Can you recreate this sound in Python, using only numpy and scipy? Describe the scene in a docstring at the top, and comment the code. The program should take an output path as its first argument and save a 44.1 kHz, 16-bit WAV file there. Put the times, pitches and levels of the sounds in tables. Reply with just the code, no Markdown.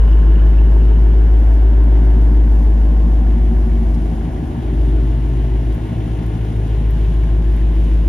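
"""A big eight-cylinder petrol engine idles in a hard-floored showroom; two microphone ports move from tail to nose.
From the start the firing tone booms, unequal cylinders fill in the orders of the four-stroke cycle, and gas puffs
and valve gear rustle above. A loose tailpipe tip, ringing at each knock, rattles early on and fades.
A few dry noise-burst clicks sound nearby, from the first second to the last.
In the second half the firing tone sinks at two nulls of the hall's standing wave."""
import sys
import numpy as np
from scipy import signal
from scipy.fft import rfft, irfft
from scipy.io import wavfile
from scipy.ndimage import uniform_filter1d

SR = 44100
rng = np.random.default_rng(int(sys.argv[2]) if len(sys.argv) > 2 else 0)


def store_pcm(level_fs):
    """Save levels as 16-bit WAV."""
    pcm = np.round(np.clip(level_fs, -1, 1) * 32767).astype(np.int16)
    wavfile.write(sys.argv[1], SR, np.atleast_2d(pcm).T)


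N = 356328
TOP_HZ = 15700

# noise colour and its sharing between the ports, levels relative:
# [f/Hz, sum level/dB, difference level/dB, linked share 0-1]
PORT_SPECTRA = [(30, -86.5, -120, 1), (130, -74, -90, 1), (200, -66, -82.5, .85), (332, -66, -77.5, 0.7),
                (444, -67, -75, .6), (695, -69.5, -72.5, 0.4), (1010, -76, -77, 0.2),
                (1250, -80.5, -83.5, .2), (1490, -80.5, -78.5, .1), (1590, -78, -75, .1),
                (1660, -78, -83.5, .1), (1900, -79, -87.5, .2), (2540, -83.5, -89, .4),
                (3020, -85.5, -89, .4), (3700, -89, -93, .3), (4500, -94, -97, .1), (6000, -98, -101, .1),
                (7300, -101, -96, .3), (7700, -112, -95, .3), (8800, -112, -94, .3), (9300, -101, -96, .7),
                (10200, -98, -98, .75), (10500, -102, -104, .5), (13000, -106, -113, .1),
                (13900, -112, -110, .1), (15000, -130, -109, .1)]


def undb(db):
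    """Amplitude ratio of a level in decibels."""
    return 10 ** (np.asarray(db) / 20)


def unit(x):
    """Normalisation to a root-mean-square value of 1."""
    return x / np.sqrt(np.mean(np.abs(x) ** 2))


def curves(table):
    """Linear interpolation in time: each column after t/s, sample by sample."""
    s, *columns = np.transpose(table)
    return [np.interp(np.arange(N) / SR, s, c) for c in columns]


def frequencies():
    """Frequencies of the Fourier bins in Hz, at least 1 so that a logarithm exists."""
    return np.maximum(np.arange(N // 2 + 1) * SR / N, 1)


def log_interp(f, hz, values):
    """Interpolation on a logarithmic frequency axis."""
    return np.interp(np.log(f), np.log(hz), values)


def band(x, lo_hz, hi_hz, order=2):
    """Band-pass filtering with a maximally flat response."""
    return signal.sosfilt(signal.butter(order, [lo_hz, hi_hz], "bandpass", fs=SR, output="sos"), x)


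def wander(rate, count, size):
    """Band-limited complex chance: smooth rows that change about rate times a second."""
    knots = int(8 + rate * N / SR)
    z = rng.standard_normal((count, knots)) + 1j * rng.standard_normal((count, knots))
    return unit(signal.resample(z, size, axis=1))


def handover(tail_db, nose_db, half_s, spread_s):
    """Logistic transition of a level from its value at the tail towards its value at the nose."""
    return tail_db + (nose_db - tail_db) / (1 + np.exp(-(np.arange(N) / SR - half_s) / max(spread_s, .05)))


def spots(level_db, *places):
    """Interference along a path: a steady level with bell-shaped loud or dead spots."""
    t = np.arange(N) / SR
    return level_db + sum(db * np.exp(-((t - s) / width) ** 2) for s, width, db in np.reshape(places, (-1, 3)))


def engine_cycle():
    """Phase is the integral of rate: four-stroke cycles run so far, with eight firings in each."""
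    # idle speed: [t/s, firing rate f/Hz]
    idle = [(0.15, 52.79), (0.4, 52.61), (1.0, 53.31), (1.85, 53.97), (2.2, 53.74), (2.6, 53.05),
            (3.15, 53.25), (3.7, 53.1), (4.05, 52.55), (4.9, 53.7), (6.35, 53.9), (6.95, 53.17),
            (7.9, 52.8)]
    return np.cumsum(curves(idle)[0]) / SR / 8


def tones(cycle):
    """Periodic firing drives clean pipe tones at 1, 1.5 and 2 times its rate, each a little unsteady."""
    # firing tone along the walk through the standing wave: [t/s, level/dB]
    boom = [(0.1, -7.5), (2.37, -8.5), (3.31, -10.5), (3.93, -13), (4.48, -27.5), (4.57, -44.5),
            (4.68, -18), (4.81, -12.5), (4.96, -12), (5.23, -15.5), (5.54, -14.5), (5.75, -17),
            (5.91, -34.5), (6.04, -21), (6.48, -21.5), (6.85, -13.5), (8.0, -11.5)]
    # upper pipe tones along the walk: [t/s, level at 1.5 x firing/dB, level at 2 x firing/dB]
    overtones = [(0.6, -33.5, -34.5), (1.5, -40.5, -31.5), (2.15, -36.5, -30.5), (2.6, -34, -37),
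                 (3.6, -30, -39), (4.85, -28, -41), (5.75, -36.5, -27), (6.6, -47, -23),
                 (7.1, -32.5, -27.5), (7.6, -37, -32.5)]
    levels_db = [*curves(boom), *curves(overtones)]
    shake = 1 + wander(9, count=3, size=N) * np.array([[.015], [.15], [.2]])
    turns = np.array([[8], [12], [16]]) * cycle
    waves = np.imag(shake * np.exp(2j * np.pi * turns))
    return np.sqrt(2) * np.sum(undb(levels_db) * waves, axis=0)


def burble(cycle, drift=.6, rough=.4, sweep=.045, lope_db=-27.5, step=20):
    """Fourier orders of unequal cylinders; echoes reshuffle them on the walk, and no two cycles match."""
    # orders of the four-stroke cycle: [multiple of the cycle rate, relative level/dB]
    orders = [(4, -58), (7, -44), (9, -36), (10, -36), (11, -44), (14, -46), (15, -47), (17, -46),
              (18, -33), (19, -46), (20, -39), (21, -37), (24, -38), (25, -40), (26, -39), (27, -39),
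              (28, -48), (32, -48), (33, -44), (34, -37), (35, -42), (36, -42), (37, -44), (38, -44),
              (42, -41), (44, -46), (45, -40), (48, -43), (49, -45), (50, -41), (54, -50), (55, -49),
              (56, -41), (57, -52), (63, -52), (64, -52)]
    # exhaust resonances, the first around the firing tone:
    # [highest order carried, place in the cycle where it rings 0-1, spread of that place 0-1]
    chambers = [(15, .3, .5), (22, .1, .2), (30, .53, .18), (39, .42, .11), (47, .5, .15), (51, .79, .08),
                (65, .98, .3)]
    # the other six resonances, with two loud or dead spots each in the hall:
    # [level/dB, t/s, half width/s, change/dB, second t/s, half width/s, change/dB]
    hall_spots = [(-30.5, 5.3, 1.1, 4.5, 3.2, 0.74, -4), (-30.5, 1.7, .3, -9.5, 5.13, .4, -7),
                  (-35.5, 3.76, 1.87, 6, .9, .3, 4.5), (-37.5, 2.3, 0.7, 8, 4.8, .9, 4.5),
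                  (-35, 2.4, 0.45, -5.5, 6.5, 0.94, -5), (-39, 4.7, .9, 4.5, 1.3, 1.5, 4)]
    order, db = np.transpose(orders)[:, :, None]
    order = np.round(order)
    slow = cycle[::step]  # low orders need only a low sample rate
    top, place, spread = np.transpose(chambers)
    chamber = np.searchsorted(np.round(top), order[:, 0])

    # the deepest orders are the steadiest
    roughness = rough * np.minimum(order / 24, 1)
    gain = 1 + drift * wander(1.3, count=len(order), size=len(slow))
    gain = gain + roughness * wander(12, count=len(order), size=len(slow))

    # orders of one resonance line up where it rings, which makes a beat once a cycle
    start = spread[chamber, None] * rng.standard_normal(order.shape)
    # higher orders arrive later, so each beat glides upward
    start -= sweep * (order - top[chamber, None] + 4) ** 2 / 2
    turns = order * (slow - place[chamber, None]) + start
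    waves = undb(db) * np.imag(gain * np.exp(2j * np.pi * turns))

    levels_db = [np.full(N, lope_db), *[spots(*row) for row in hall_spots]]
    rings = [unit(waves[chamber == k].sum(axis=0)) * undb(level[::step]) for k, level in enumerate(levels_db)]
    return signal.resample_poly(np.sum(rings, axis=0), step, 1)[:N]


def puffs(cycle, decay, scatter_db, steady):
    """Impulsive excitation and decay: a jump at each firing dies away into the hall's steady wash."""
    # puff strength of the cylinders in firing order: [relative level/dB]
    cylinders = [0, -3, -1, -4, 0, -3, -1, -4]
    firing = 8 * cycle
    k = firing.astype(int)
    scatter = scatter_db * rng.standard_normal(k[-1] + 1)
    size = undb(np.array(cylinders)[k % 8] + scatter[k])
    decaying = size * np.exp(-(firing - k) / decay)
    return unit(steady + uniform_filter1d(decaying, size=300))


def repeating(cycle, firing_share, hold_s):
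    """Cyclostationary noise, partly alike at every firing; its pattern changes as the echo paths do."""
    size, count = 6400, 40  # points in a cycle, patterns in stock
    each_firing = np.tile(rng.standard_normal((count, size // 8)), 8)
    patterns = firing_share * each_firing + rng.standard_normal((count, size))
    spot = np.arange(N) / SR / hold_s
    i = (cycle % 1 * size).astype(int)
    k = spot.astype(int)
    fade = np.pi / 2 * (spot - k)  # equal-power crossfade
    return unit(patterns[k % count, i] * np.cos(fade) + patterns[(k + 1) % count, i] * np.sin(fade))


def rustle_levels():
    """Distance and shielding: levels in dB of three gas bands, two block bands, valve gear and hiss on the walk."""
    # exhaust gas, lower block, upper block, valve gear, hiss:
    # [level at the tail/dB, level at the nose/dB, halfway t/s, spread/s]
    tail_to_nose = [(-36, -39.5, 3.6, 1.2), (-48, -53, 2.3, 0.25), (-53, -51.5, 5.2, .4),
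                    (-55.5, -52, 4.3, 0.34), (-61, -59.5, 2.2, .5)]
    # low, middle and upper gas against the gas level: [relative level/dB]
    gas_bands = [0, -4.5, -8]
    # beside the car; added to middle gas and taken from low gas: [t/s, change/dB]
    flank = [(0, -3), (1.5, 0), (2.8, 0), (4.2, 2.5), (5.5, 0.5), (6.5, -0.5), (8, -0.5)]
    gas_db, *metal_db = [handover(*row) for row in tail_to_nose]
    low_db, middle_db, upper_db = gas_db + np.array(gas_bands)[:, None]
    flank_db = curves(flank)[0]
    return [low_db - flank_db, middle_db + flank_db, upper_db, *metal_db]


def rustle(cycle):
    """Amplitude-modulated noise of gas, block, gear and hiss; a second draw feeds the ports' difference."""
    # narrow pipe and panel resonances: [f/Hz, width/Hz, lift/dB]
    pipes = [(402, 7.1, 2.5), (440, 9.9, 3.5), (476, 20, 1.5), (526, 13, 3), (584, 26, 5), (660, 21, 7),
             (761, 30, 6.5), (840, 25, 5.5), (922, 27, 5.5), (1055, 23, 6), (1450, 23, 5.5),
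             (1714, 36, 4.5), (2900, 240, 1.5)]
    # handover between the seven bands, from low gas up to hiss: [f/Hz]
    splits = [558, 821, 1234, 1750, 2440, 4180]
    # low, middle, upper gas, lower, upper block, gear, hiss:
    # [relative gain of the repeating part, steady wash under the puffs]
    pulsing = [(2., 1.3), (2.2, 1.3), (1.6, 1.3), (1.3, 1.2), (1.3, 1.2), (.8, 1.4), (.2, 1.6)]
    hz, sum_db = np.transpose(PORT_SPECTRA)[:2]
    f = frequencies()
    resonance_db = sum(db / (1 + (2 * (f - centre) / width) ** 2) for centre, width, db in pipes)
    colour = undb(log_interp(f, hz, sum_db)) * undb(resonance_db)
    below = [0] + [1 / (1 + (f / split) ** 12) for split in splits] + [1]
    levels_db = rustle_levels()
    out = 0
    for k, (repeat, steady) in enumerate(pulsing):
        pattern = np.array([repeating(cycle, firing_share=.5, hold_s=.6) for _ in range(2)])
        noise = repeat * pattern + rng.standard_normal((2, N))
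        noise *= puffs(cycle, decay=.5, scatter_db=2.8, steady=steady)  # decay in firing intervals
        noise *= undb(.8 * wander(7, count=1, size=N).real)  # each band swells on its own
        window = colour * (below[k + 1] - below[k])
        out = out + unit(irfft(rfft(noise) * window, N)) * undb(levels_db[k])
    return out


def shaken(cycle, times, place, level_db, scatter_db, hz, spread_hz, fade_s):
    """Forced impacts, times a cycle at a place 0-1 between repeats, lost as the ports leave the tail."""
    s = np.flatnonzero(np.diff(np.floor(times * cycle - place))) / SR
    chance = rng.standard_normal((len(s), 2))
    strength_db = level_db + scatter_db * chance[:, 0] - 9 * (s / fade_s) ** 2
    return np.c_[s, strength_db, hz + spread_hz * chance[:, 1]][s < 2 * fade_s]


def rattle(cycle, attack_s=.0006, decay_s=.007, partner_hz=120, buzz_db=-57, fade_s=1.6):
    """Damped modal ringing of a loose tailpipe tip, with a faint valve tick once a cycle; the tip's buzz
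    between knocks fades as the ports leave the tail."""
    # main knocks: [t/s, level/dB, ring f/Hz]
    main_knocks = [(0.0893, -42, 2980), (0.1292, -35.5, 2880), (0.227, -42.5, 2910), (0.3197, -44, 2790),
                   (0.3572, -36, 2900), (0.3943, -33, 2970), (0.4355, -45, 2930), (0.4714, -48.5, 3020),
                   (0.5088, -45, 2880), (0.5852, -32, 2720), (0.659, -45, 2740), (0.6974, -42, 2820),
                   (0.8111, -37, 2760), (0.887, -45.5, 2860), (0.9608, -38, 2980)]
    # lesser knocks: [level/dB, scatter/dB, ring f/Hz, spread/Hz, t/s by which 9 dB is lost]
    small_knocks = (-43, 3, 2880, 100, 1.5)
    # faint higher tick: [level/dB, scatter/dB, ring f/Hz, spread/Hz, t/s by which 9 dB is lost]
    faint_tick = (-50, 3, 5100, 120, 1.6)
    small = shaken(cycle, 4, .41, *small_knocks)
    ticks = shaken(cycle, 1, .75, *faint_tick)
    out, t = np.zeros(N), np.arange(1500) / SR
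    envelope = (1 - np.exp(-t / attack_s)) * np.exp(-t / decay_s)
    close_modes = .55 + .45 * np.cos(2 * np.pi * partner_hz * t)  # one on each side of the ring
    for s, db, hz in [*main_knocks, *small, *ticks]:
        i = int(s * SR)
        out[i:i + len(t)] += undb(db) * envelope * np.sin(2 * np.pi * hz * t) * close_modes
    buzz = unit(band(rng.standard_normal(N), 2760, 3080))
    return out + undb(buzz_db) * buzz * np.exp(-(np.arange(N) / SR / fade_s) ** 2)


def clicks():
    """Transient excitation: short dry noise bursts with a fast decay and a thin slower tail."""
    # bright snap and lower treble: [t/s, snap peak level/dB, ring f/Hz, lower treble level/dB before a 7 dB cut]
    click_table = [(0.3566, -63, 10300, -10), (1.8382, -46, 10700, 1), (3.0545, -50.5, 10700, -10),
                   (5.7483, -41, 11700, -15), (6.2642, -42, 10200, -13), (6.9082, -38, 11800, -14),
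                   (7.5652, -39, 10900, -8)]
    out, t = np.zeros(N), np.arange(600) / SR
    noise = rng.standard_normal((len(click_table), 2, len(t)))
    shape = np.exp(-t / .001) + .3 * np.exp(-t / .006)
    for (s, db, hz, body_db), (bright, dull) in zip(click_table, noise):
        snap = band(bright * shape, hz - 1200, min(hz + 3000, TOP_HZ))
        body = band(dull * shape, 4000, 9000)
        mix = snap / np.abs(snap).max() + undb(body_db - 7) * body / np.abs(body).max()
        i = int(s * SR)
        out[i:i + len(t)] += undb(db) * mix
    return out


def ports(x, other, top_hz):
    """Partial coherence of two ports: sum and difference, whose linked part is a quarter wave ahead."""
    hz, sum_db, diff_db, link = np.transpose(PORT_SPECTRA)
    f = frequencies()
    ratio = undb(log_interp(f, hz, diff_db - sum_db)) / (1 + (f / top_hz) ** 8)
    link = np.clip(log_interp(f, hz, link), 0, 1)
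    linked = 1j * link * rfft(x)
    unlinked = np.sqrt(1 - link ** 2) * rfft(other)
    side = irfft(ratio * (linked + unlinked), N)
    return np.array([x + side, x - side])


def scene():
    """Superposition of engine and clicks, as the two ports receive them."""
    cycle = engine_cycle()
    exhaust = tones(cycle) + burble(cycle)
    noise, other = rustle(cycle)
    later_echo = np.roll(exhaust, 900)  # feeds the difference of the ports
    deep = ports(exhaust, later_echo, 600)
    return deep + ports(noise + rattle(cycle), other, SR) + clicks()


def record(dry, left_db=1.13):
    """Port sensitivity and bandwidth: the left is a little louder than the right; a steep low-pass cuts the top."""
    tilt = undb(np.array([[left_db], [-left_db]]) / 2)
    return signal.sosfilt(signal.ellip(10, .2, 70, TOP_HZ, fs=SR, output="sos"), dry * tilt)


dry = scene()
out = record(dry)
store_pcm(out)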